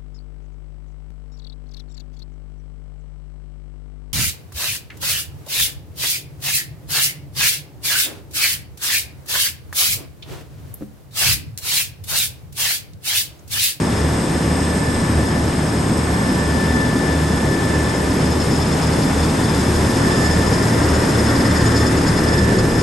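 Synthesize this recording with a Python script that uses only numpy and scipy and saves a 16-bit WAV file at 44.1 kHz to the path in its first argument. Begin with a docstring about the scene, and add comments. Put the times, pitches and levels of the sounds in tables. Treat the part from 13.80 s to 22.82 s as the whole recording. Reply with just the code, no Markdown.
"""Rope-twisting machines in a factory hall

The listener walks up to the nearest machine. Spinning flyers drone on harmonics of their speeds and
beat against each other over the roar of the hall. A gear mesh whines, and the dry drive scrapes twice
a turn and chirps by stick-slip friction on its hardest strokes. A motor sings at its switching frequency."""
import sys
import numpy as np
from scipy import signal
from scipy.fft import rfft, irfft
from scipy.io import wavfile

SR = 44100
rng = np.random.default_rng(int(sys.argv[2]) if len(sys.argv) > 2 else 0)


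def generate_wav(sig):
    """Save sig (samples, or channels by samples) to the path in sys.argv[1] as 16-bit PCM at SR."""
    pcm = np.round(np.clip(np.atleast_2d(sig).T, -1, 1) * 32767).astype(np.int16)
    wavfile.write(sys.argv[1], SR, pcm)


N = 397782
TIME = np.arange(N) / SR


# Each entry: the speed of one flyer in turns per second, the nearest first.
FLYER_SPEEDS = [9.689, 9.492, 9.928, 9.377, 9.253, 8.838]
TURNS_PER_S = FLYER_SPEEDS[0]
# Each entry: an order, the multiple of its speed at which a flyer drones.
FLYER_ORDERS = [4, 8, 12, 16]
# Each row: one flyer's relative levels in dB, order by order.
FLYER_LEVELS = [(-58, -27, -43, -28), (-39, -28.5, -38.5, -36.5), (-48, -30.5, -38, -35),
                (-51, -38, -38, -36.5), (-60, -46, -35, -38.5), (-60, -39.5, -33, -49)]
# Standing wave of the nearest flyer's highest order. Each row: time in seconds, gain in dB.
STANDING_WAVE = [(2.2, 0), (2.85, 3), (3.5, 0), (4.5, -8), (5.05, 5), (5.8, 0.5), (6.3, -8)]

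def flyers():
    """Beating: rotors of slightly unequal speed drone together; the lowest order carries least far."""
    throb = from_db(on_walk(-6, 6))
    boom = from_db(in_time(STANDING_WAVE))
    in_step_s = .25
    drone = 0
    for speed, levels_db in zip(FLYER_SPEEDS, FLYER_LEVELS):
        gains = [throb, 1, 1, boom if speed == TURNS_PER_S else 1]
        angle = 2 * np.pi * speed * (TIME - in_step_s) + .01 * drift(.8)
        for order, db, gain in zip(FLYER_ORDERS, levels_db, gains):
            drone = drone + gain * from_db(db) * np.cos(order * angle)
    return drone * from_db(on_walk(0, 3)) * pan(.14)


# Each row: multiple of the nearest drum's speed, relative level in dB.
DRUM_HARMONICS = [(20, -38), (24, -36), (28, -33.5), (30, -37), (32, -37), (36, -36), (38, -39),
                  (40, -40.5), (44, -39), (48, -41), (56, -43)]

def drum():
    """Interference: reflections off the guard make each harmonic of the turning drum swell and fade."""
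    drone = sum(from_db(db) * tone(order * TURNS_PER_S, scatter=1.3, rate=2.25)
                for order, db in DRUM_HARMONICS)
    return from_db(on_walk(-7, 3)) * drone * pan(.55)


# Hum of the drive frame along the walk. Each row: time in seconds, level in dB.
FRAME_LEVEL = [(0, -26), (1.7, -34), (2.6, -37), (4.5, -35), (5.3, -38), (5.7, -25), (6.35, -29),
               (6.8, -24), (7.15, -31), (7.8, -23.5), (8.5, -26.5), (9.02, -18)]

def frame():
    """Structural vibration: the drive frame shakes at a frequency of its own."""
    return from_db(in_time(FRAME_LEVEL)) * tone(hz=112.3, scatter=.41, rate=5.1)


# Mesh pitch, lifted as the listener steps towards it. Each row: time in seconds, frequency in Hz.
MESH_PITCH = [(1.35, 1750.3), (1.7, 1754), (2.2, 1752), (2.55, 1755.5), (2.95, 1755.5), (3.3, 1750),
              (5.1, 1751.3), (5.45, 1756), (6.3, 1756), (6.65, 1751)]
# The whine through the hall's standing waves. 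Each row: time in seconds, relative level in dB.
WHINE_LEVEL = [(0, -45), (.5, -42), (1.05, -33.5), (1.4, -35.5), (2.05, -43.5), (2.55, -32.5), (2.95, -28),
               (3.5, -33.5), (4.0, -31.5), (4.7, -43.5), (5.9, -44), (6.4, -29.5), (6.8, -33.5),
               (7.15, -45), (7.9, -32), (8.3, -41), (8.55, -30.5), (8.85, -30.5), (9.02, -36)]
# The octave of the whine. Each row: time in seconds, level in dB.
WHINE_OCTAVE_LEVEL = [(0, -48), (2, -52), (3, -44), (4.4, -50), (5.2, -46), (5.65, -41), (6.1, -47),
                      (6.8, -55), (8, -43), (9.02, -65)]
# Worn teeth spread the whine into a band. The row: centre in Hz, width in Hz, relative level in dB.
WORN_BAND = [(1758, 34, 0)]

def gears():
    """Phase modulation: the mesh tone flutters with the shaft and reaches each side by different paths."""
    shaft = turn_angle()
    flutter = .25 * np.sin(shaft) + .22 * np.sin(2 * shaft) + .25 * drift(29) + .18 * drift(70)
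    mesh = 2 * np.pi * np.cumsum(in_time(MESH_PITCH)) / SR + flutter
    direct = rms_one(from_db(1.2 * np.cos(shaft)) * np.sin(mesh))
    paths = reflections(scatter=1.2, rate=3)
    reflected = rms_one(np.real(paths * np.exp(1j * mesh))) * [[1], [-1]]
    octave_gain = from_db(3 * drift(22) + gear_load_db())
    octave = rms_one(octave_gain * np.sin(2 * mesh + drift(32) + .9 * drift(95)))
    worn = from_db(-10) * resonant_noise(WORN_BAND)
    whine = from_db(in_time(WHINE_LEVEL) - 1.5) * (direct + reflected + worn) * pan(1)
    return whine + from_db(in_time(WHINE_OCTAVE_LEVEL)) * octave * pan(6)


# Modes of the gear housing. Each row: frequency in Hz, bandwidth in Hz, relative level in dB.
HOUSING_MODES = [(3493, 115, -5), (5013, 185, 1.5), (5333, 194, 1), (6720, 180, -7.5), (7040, 190, -6.5),
                 (8940, 190, -10)]
# The scraping grows as the drive's guard comes into view. 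Each row: time in seconds, level in dB.
SCRAPING_LEVEL = [(0, -37.5), (4.25, -37.5), (4.75, -35.5), (5.6, -35.5), (6.4, -33), (7.3, -34.5),
                  (8.1, -34), (9.02, -34.5)]

def drive_scraping():
    """Frictional excitation: the dry drive scrapes with every stroke and rings the housing."""
    pressure_db = gear_load_db() + drift(17) + drift(90)
    return from_db(in_time(SCRAPING_LEVEL)) * resonant_noise(HOUSING_MODES, pressure_db) * pan(4.4)


# Strokes on which the drive slips. Each row: peak time in seconds, relative squeal level in dB,
# squeal frequency in Hz, ring level in dB, clank level in dB.
SLIP_STROKES = [(4.413, -34.0, 5280.0, -46, -50), (4.462, -36.0, 5270, -47, -46),
                (4.521, -33.0, 5230.0, -46, -49), (4.618, -28, 5240, -46, -42),
                (4.722, -32, 5220.0, -43, -41), (4.757, -38, 5184, -42, -50), (4.822, -31, 5270, -50, -40),
                (4.929, -31, 5220.0, -42, -44), (5.031, -31.5, 5110, -43, -42),
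                (5.133, -33, 5150.0, -42, -37), (5.234, -32.0, 5250.0, -44, -37),
                (5.438, -32.0, 5270, -48, -37), (5.644, -36, 5220.0, -48, -38),
                (6.179, -34.5, 5170.0, -41, -48), (6.272, -37, 5190.0, -48, -41),
                (6.325, -44, 5250.0, -47, -48), (6.425, -35.5, 5196, -38, -42),
                (6.461, -29.5, 5190.0, -38, -40), (6.519, -30.5, 5244, -42, -49),
                (6.744, -32, 5280, -39, -46), (7.045, -34.5, 5150.0, -39, -41),
                (7.097, -31, 5220.0, -41, -44), (7.154, -32.5, 5220.0, -35, -42),
                (7.259, -35.0, 5170.0, -45, -48), (7.397, -29.0, 5200, -46, -45),
                (7.466, -31.5, 5220.0, -42, -47), (7.498, -30.0, 5180.0, -49, -42),
                (7.567, -34, 5150, -47, -39), (7.608, -34.0, 5190.0, -49, -42),
                (7.664, -30.5, 5200.0, -43, -38), (7.714, -31, 5260.0, -39, -47),
                (7.771, -31.0, 5200.0, -36, -37), (7.81, -33.0, 5120.0, -48, -40),
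                (7.871, -29.5, 5160.0, -33, -43), (7.972, -25, 5230, -34, -36),
                (8.014, -30, 5330, -41, -44), (8.072, -26, 5220, -37, -42),
                (8.181, -35.5, 5170.0, -39, -40), (8.279, -27, 5150, -35, -35),
                (8.386, -27.5, 5110, -49, -38), (8.486, -27.5, 5190, -43, -36),
                (8.533, -30, 5200, -40, -48), (8.587, -29.5, 5210.0, -39, -39),
                (8.79, -34.5, 5200.0, -43, -36)]
# The scrape within a chirp, the bright ring above it and the clank of the arm below it.
# Each row: frequency in Hz, bandwidth in Hz, relative level in dB.
SCRAPE_MODES = [(5180, 450, 0)]
RING_MODES = [(6980, 200, 0)]
CLANK_MODES = [(4420, 170, 0), (4780, 220, -1)]

def drive_chirps():
    """Stick-slip friction: on its hardest strokes the drive squeals at three times the slip rate."""
    times, squeal_db, squeal_hz, ring_db, clank_db = np.transpose(SLIP_STROKES)
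    half_width_s, pitch_arch, pitch_waver = .0125, .008, .009
    pressure = bells(times, np.zeros(len(times)), half_width_s)
    slip_hz = np.interp(TIME, times, squeal_hz) / 3
    bend = 1 + pitch_arch * (pressure - 1) + pitch_waver * drift(200)
    slip_phase = 2 * np.pi * np.cumsum(slip_hz * bend) / SR
    second, third, fourth = (rms_one(np.sin(order * slip_phase)) for order in (2, 3, 4))
    rough_tone = third + from_db(-11) * second + from_db(-6) * resonant_noise(SCRAPE_MODES)
    squeal = bells(times, squeal_db - 2.5, half_width_s) * rough_tone
    ring = bells(times, ring_db + 1, half_width_s) * rms_one(fourth + resonant_noise(RING_MODES))
    clank = bells(times, clank_db, half_width_s) * resonant_noise(CLANK_MODES)
    direct = squeal + ring + clank
    reverberant = from_db(-13) * direct.std() * hall(direct[0], t60_s=1.1)
    return (direct + reverberant) * pan(1.9)


# Modes of the nose bearing. 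Each row: frequency in Hz, bandwidth in Hz, relative level in dB.
BEARING_MODES = [(1155, 170, 1.5), (1390, 310, 1), (1620, 113, 3.5), (1806, 28, 7.5), (1948, 77, 2)]

def bearing():
    """Attenuation with distance: the ringing bearing is heard only as the listener passes its cage."""
    passed_s, closest_m, walk_m_per_s, fall_db_per_decade = 7.68, .5, .45, 39
    distance_m = np.hypot(closest_m, walk_m_per_s * (TIME - passed_s))
    level_db = -28 - fall_db_per_decade * np.log10(distance_m / closest_m)
    return from_db(level_db) * resonant_noise(BEARING_MODES, 1.9 * drift(60)) * pan(1)


# The switching tone and its side bands. Each entry: frequency in Hz.
SWITCHING_HZ = [8199, 7938, 7807]
# Each entry: the relative level of one of those tones in dB.
SWITCHING_DB = [1.5, -14, -18]
# The motor through standing waves. Each row: time in seconds, relative level in dB.
MOTOR_LEVEL = [(0, -39), (.35, -33.5), (.8, -32), (1.2, -33), (1.8, -37), (2.15, -31.5), (2.7, -38),
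               (3.4, -42), (4.2, -35), (4.55, -44), (5.0, -41), (5.2, -52), (5.55, -35), (5.8, -46),
               (6.3, -43), (7.4, -50), (7.7, -46), (7.85, -33), (8.0, -49), (9.02, -48)]

def motor():
    """Forced vibration: the windings sing at the switching frequency."""
    whistle = sum(from_db(db) * tone(hz, scatter=.23, rate=7.1)
                  for hz, db in zip(SWITCHING_HZ, SWITCHING_DB))
    return from_db(in_time(MOTOR_LEVEL) - 8) * whistle * pan(.4)


# Each row: frequency in Hz, rms level in dB. The highest is a side tone of the gear whine.
MACHINE_TONES = [(55.5, -42), (73, -33.5), (94.3, -42), (141.5, -37.5), (172, -33), (186, -35), (222, -42),
                 (258.6, -33), (889, -45), (942, -52), (1154, -52), (1769.5, -45.5)]

def machine_tones():
    """Multipath interference: steady machine tones waver as their reflections add."""
    return sum(from_db(db) * tone(hz, scatter=.62, rate=1) for hz, db in MACHINE_TONES)


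# Spectra of the roar's four parts. Each row: frequency in Hz, relative spectral density in dB.
RUMBLE_SPECTRUM = [(15, -13), (30, -18), (60, -8), (90, -6), (130, -1.5), (180, 0), (280, -1.5), (360, -10),
                   (500, -23), (900, -57)]
CLATTER_SPECTRUM = [(200, -23), (330, 1), (400, -0.5), (550, -3), (700, -10.5), (1500, -43)]
AIR_SPECTRUM = [(250, -14), (550, -4), (700, 0.5), (950, 2), (1300, -3), (1600, -4), (1850, -5), (2300, -9),
                (3000, -12.5), (4500, -19.5), (9000, -50)]
HISS_SPECTRUM = [(1500, -31), (3000, -1.5), (4300, 2.2), (6200, 4), (7500, 4), (8700, 7.5), (9600, 3),
                 (10600, -2), (11300, 8.5), (13000, -64)]
# Clatter of the guards along the walk. Each row: time in seconds, level in dB.
GUARD_LEVEL = [(0, -26.5), (1.2, -26), (1.8, -27.5), (2.45, -26), (2.68, -25.5), (3.25, -26), (3.5, -25.5),
               (5.0, -24.5), (5.75, -25.5), (6.0, -25), (6.6, -23.5), (7.1, -23), (7.75, -23.5),
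               (8.1, -24.5), (9.02, -23)]

def roar():
    """Diffuse field: rumbling frames, clattering guards, churned air and hissing fibres blur to noise."""
    rumble = from_db(on_walk(-21.5, -19.5) + .5 * drift(15)) * hall_noise(RUMBLE_SPECTRUM)
    clatter = from_db(in_time(GUARD_LEVEL) + .76 * drift(35)) * hall_noise(CLATTER_SPECTRUM)
    air = from_db(on_walk(-27.5, -24.5, NOSE) + .5 * drift(14)) * hall_noise(AIR_SPECTRUM)
    hiss = from_db(on_walk(-36, -31, NOSE) + .5 * drift(21)) * hall_noise(HISS_SPECTRUM)
    return rumble * pan(.21) + clatter * pan(.64) + air * pan(1.6) + hiss * pan(.082)


# Each row: peak time in seconds, centre frequency in Hz, peak level in dB.
ROAR_SWELLS = [(2.8, 245, -24), (5.2, 504, -34), (6.25, 1018, -33.5), (7.35, 409.5, -31)]

def swells():
    """Narrow-band noise: here and there the roar booms briefly around one pitch."""
    return sum(from_db(db) * bell(TIME - s, half_width_s=.25) * resonant_noise([(hz, .12 * hz, 0)])
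               for s, hz, db in ROAR_SWELLS)


# Each row: peak time of a thud in seconds, level in dB.
FLOOR_THUDS = [(1.2, -29), (1.41, -23)]
# Modes of the floor. Each row: frequency in Hz, bandwidth in Hz, relative level in dB.
FLOOR_MODES = [(60, 14, 0), (95, 20, 0)]

def thuds():
    """Structure-borne sound: two dull thuds, like footfalls, come through the floor."""
    times, levels_db = np.transpose(FLOOR_THUDS)
    return bells(times, levels_db, half_width_s=.025) * resonant_noise(FLOOR_MODES)


# The walk to the nearest machine. Each row: time in seconds, closeness to its body from 0 to 1,
# closeness to its nose, where the fibres run out, from 0 to 1.
APPROACH = [(0, 0, 0.19), (2, 0, 0.024), (2.8, 0, 0.22), (4.2, 0.26, 0.31), (6, 0.57, 0.88),
            (7.4, 0.77, 0.83), (8.4, 0.92, 0.64), (9.02, 1, .4)]
BODY, NOSE = 1, 2

def on_walk(far_db, near_db, part=BODY):
    """Proximity: a level moves from its far to its near value as the listener nears that part."""
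    return far_db + (near_db - far_db) * in_time(APPROACH, column=part)


# Likeness of left and right, opposed in phase near 10 kHz. Each row: frequency in Hz, correlation.
STEREO_CORRELATION = [(60, .994), (200, .97), (300, .91), (550, .64), (1200, .2), (2200, .6), (3000, .55),
                      (4000, .85), (5100, .5), (6200, .96), (7100, .65), (8700, .995), (9300, 0),
                      (9750, -.998), (10550, -.998), (11200, 0), (11450, .97)]

def hall_noise(spectrum):
    """Partial coherence: coloured stereo noise of rms 1, alike on both sides in the bass."""
    hz = np.maximum(np.arange(N // 2 + 1) * SR / N, 1)
    mid, side = rfft(rng.standard_normal((2, N)))
    alike = np.clip(at_hz(STEREO_CORRELATION, hz), -.999, .999)
    both = np.sqrt(1 + alike) * mid + np.sqrt(1 - alike) * side * [[1], [-1]]
    return rms_one(irfft(both * from_db(at_hz(spectrum, hz)), N))


def turn_angle():
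    """Uniform rotation: the nearest flyer's angle in radians, zero as it takes up its load."""
    stroke_s = 7.66
    return 2 * np.pi * TURNS_PER_S * (TIME - stroke_s)


def gear_load_db():
    """Periodic loading: the flyer's two arms load the gears in turn; from afar the hall blurs this."""
    return on_walk(1, 3) * np.cos(2 * turn_angle())


def resonant_noise(modes, pressure_db=0):
    """Random excitation: white noise, as of rough contact, rings (Hz, width, dB) modes; rms 1."""
    force = from_db(pressure_db) * hall_noise([(1000, 0), (12000, 0)])
    return rms_one(sum((-1) ** k * from_db(db) * resonate(force, hz, width_hz)
                       for k, (hz, width_hz, db) in enumerate(modes)))


def resonate(x, hz, width_hz):
    """Damped resonance: a two-pole band-pass with a peak gain of 1."""
    r = np.exp(-np.pi * width_hz / SR)
    feedback = [1, -2 * r * np.cos(2 * np.pi * hz / SR), r * r]
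    return signal.lfilter(np.array([1, 0, -1]) * (1 - r * r) / 2, feedback, x)


def tone(hz, scatter, rate):
    """Superposition: a steady tone heard with its reflections; rms 1."""
    return rms_one(np.real(reflections(scatter, rate) * np.exp(2j * np.pi * (hz * TIME + rng.random()))))


def reflections(scatter, rate):
    """Phasor sum: the paths to the walking listener form a gain that wanders in level and phase."""
    return 1 + scatter * (drift(rate) + 1j * drift(rate))


def hall(x, t60_s):
    """Reverberation: convolution with decaying noise, different on each side; rms 1."""
    tail = rng.standard_normal((2, 2 * SR)) * from_db(-60 * TIME[:2 * SR] / t60_s)
    return rms_one(irfft(rfft(x) * rfft(tail, N), N))


def bell(offset_s, half_width_s):
    """Gaussian pulse of height 1."""
    return np.exp(-.5 * (offset_s / half_width_s) ** 2)


def bells(times, levels_db, half_width_s):
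    """Amplitude envelope with one Gaussian pulse per event."""
    envelope = np.zeros(N)
    for s, db in zip(times, levels_db):
        near = slice(int((s - .1) * SR), int((s + .1) * SR))
        envelope[near] += from_db(db) * bell(TIME[near] - s, half_width_s)
    return envelope


def drift(rate):
    """Low-pass noise of spread 1, changing about `rate` times a second."""
    hop, settle = 40, 2000
    r = np.exp(-2 * np.pi * rate * hop / SR)
    noise = rng.standard_normal(N // hop + settle + 2)
    slow = signal.lfilter([1], [1, -2 * r, r * r], noise)[settle:]
    return np.interp(np.arange(N) / hop, np.arange(len(slow)), rms_one(slow))


def in_time(rows, column=1):
    """Linear interpolation of one column of a curve at every sample."""
    columns = np.transpose(rows)
    return np.interp(TIME, columns[0], columns[column])


def at_hz(points, hz):
    """Interpolation of a spectrum on a log-frequency axis."""
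    known_hz, values = np.transpose(points)
    return np.interp(np.log(hz), np.log(known_hz), values)


def pan(left_db):
    """Level difference: two channel gains, the left louder by `left_db`."""
    return from_db(np.array([[.5], [-.5]]) * left_db)


def from_db(db):
    """Amplitude ratio of a level in decibels."""
    return 10 ** (np.asarray(db) / 20)


def rms_one(x):
    """Normalisation to rms 1."""
    return x / np.sqrt(np.mean(x ** 2) + 1e-20)


def scene():
    """Superposition: all the machines run at once and their sound pressures add."""
    drones = flyers() + drum() + frame() + machine_tones()
    background = roar() + swells()
    friction = bearing() + drive_scraping() + drive_chirps()
    return drones + friction + gears() + motor() + background + thuds()


def record(dry):
    """Band limiting: a steep elliptic low-pass cuts the highest treble."""
    cutoff_hz = 11650
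    return signal.sosfilt(signal.ellip(12, .1, 90, cutoff_hz, fs=SR, output="sos"), dry)


dry = scene()
out = record(dry)
generate_wav(out)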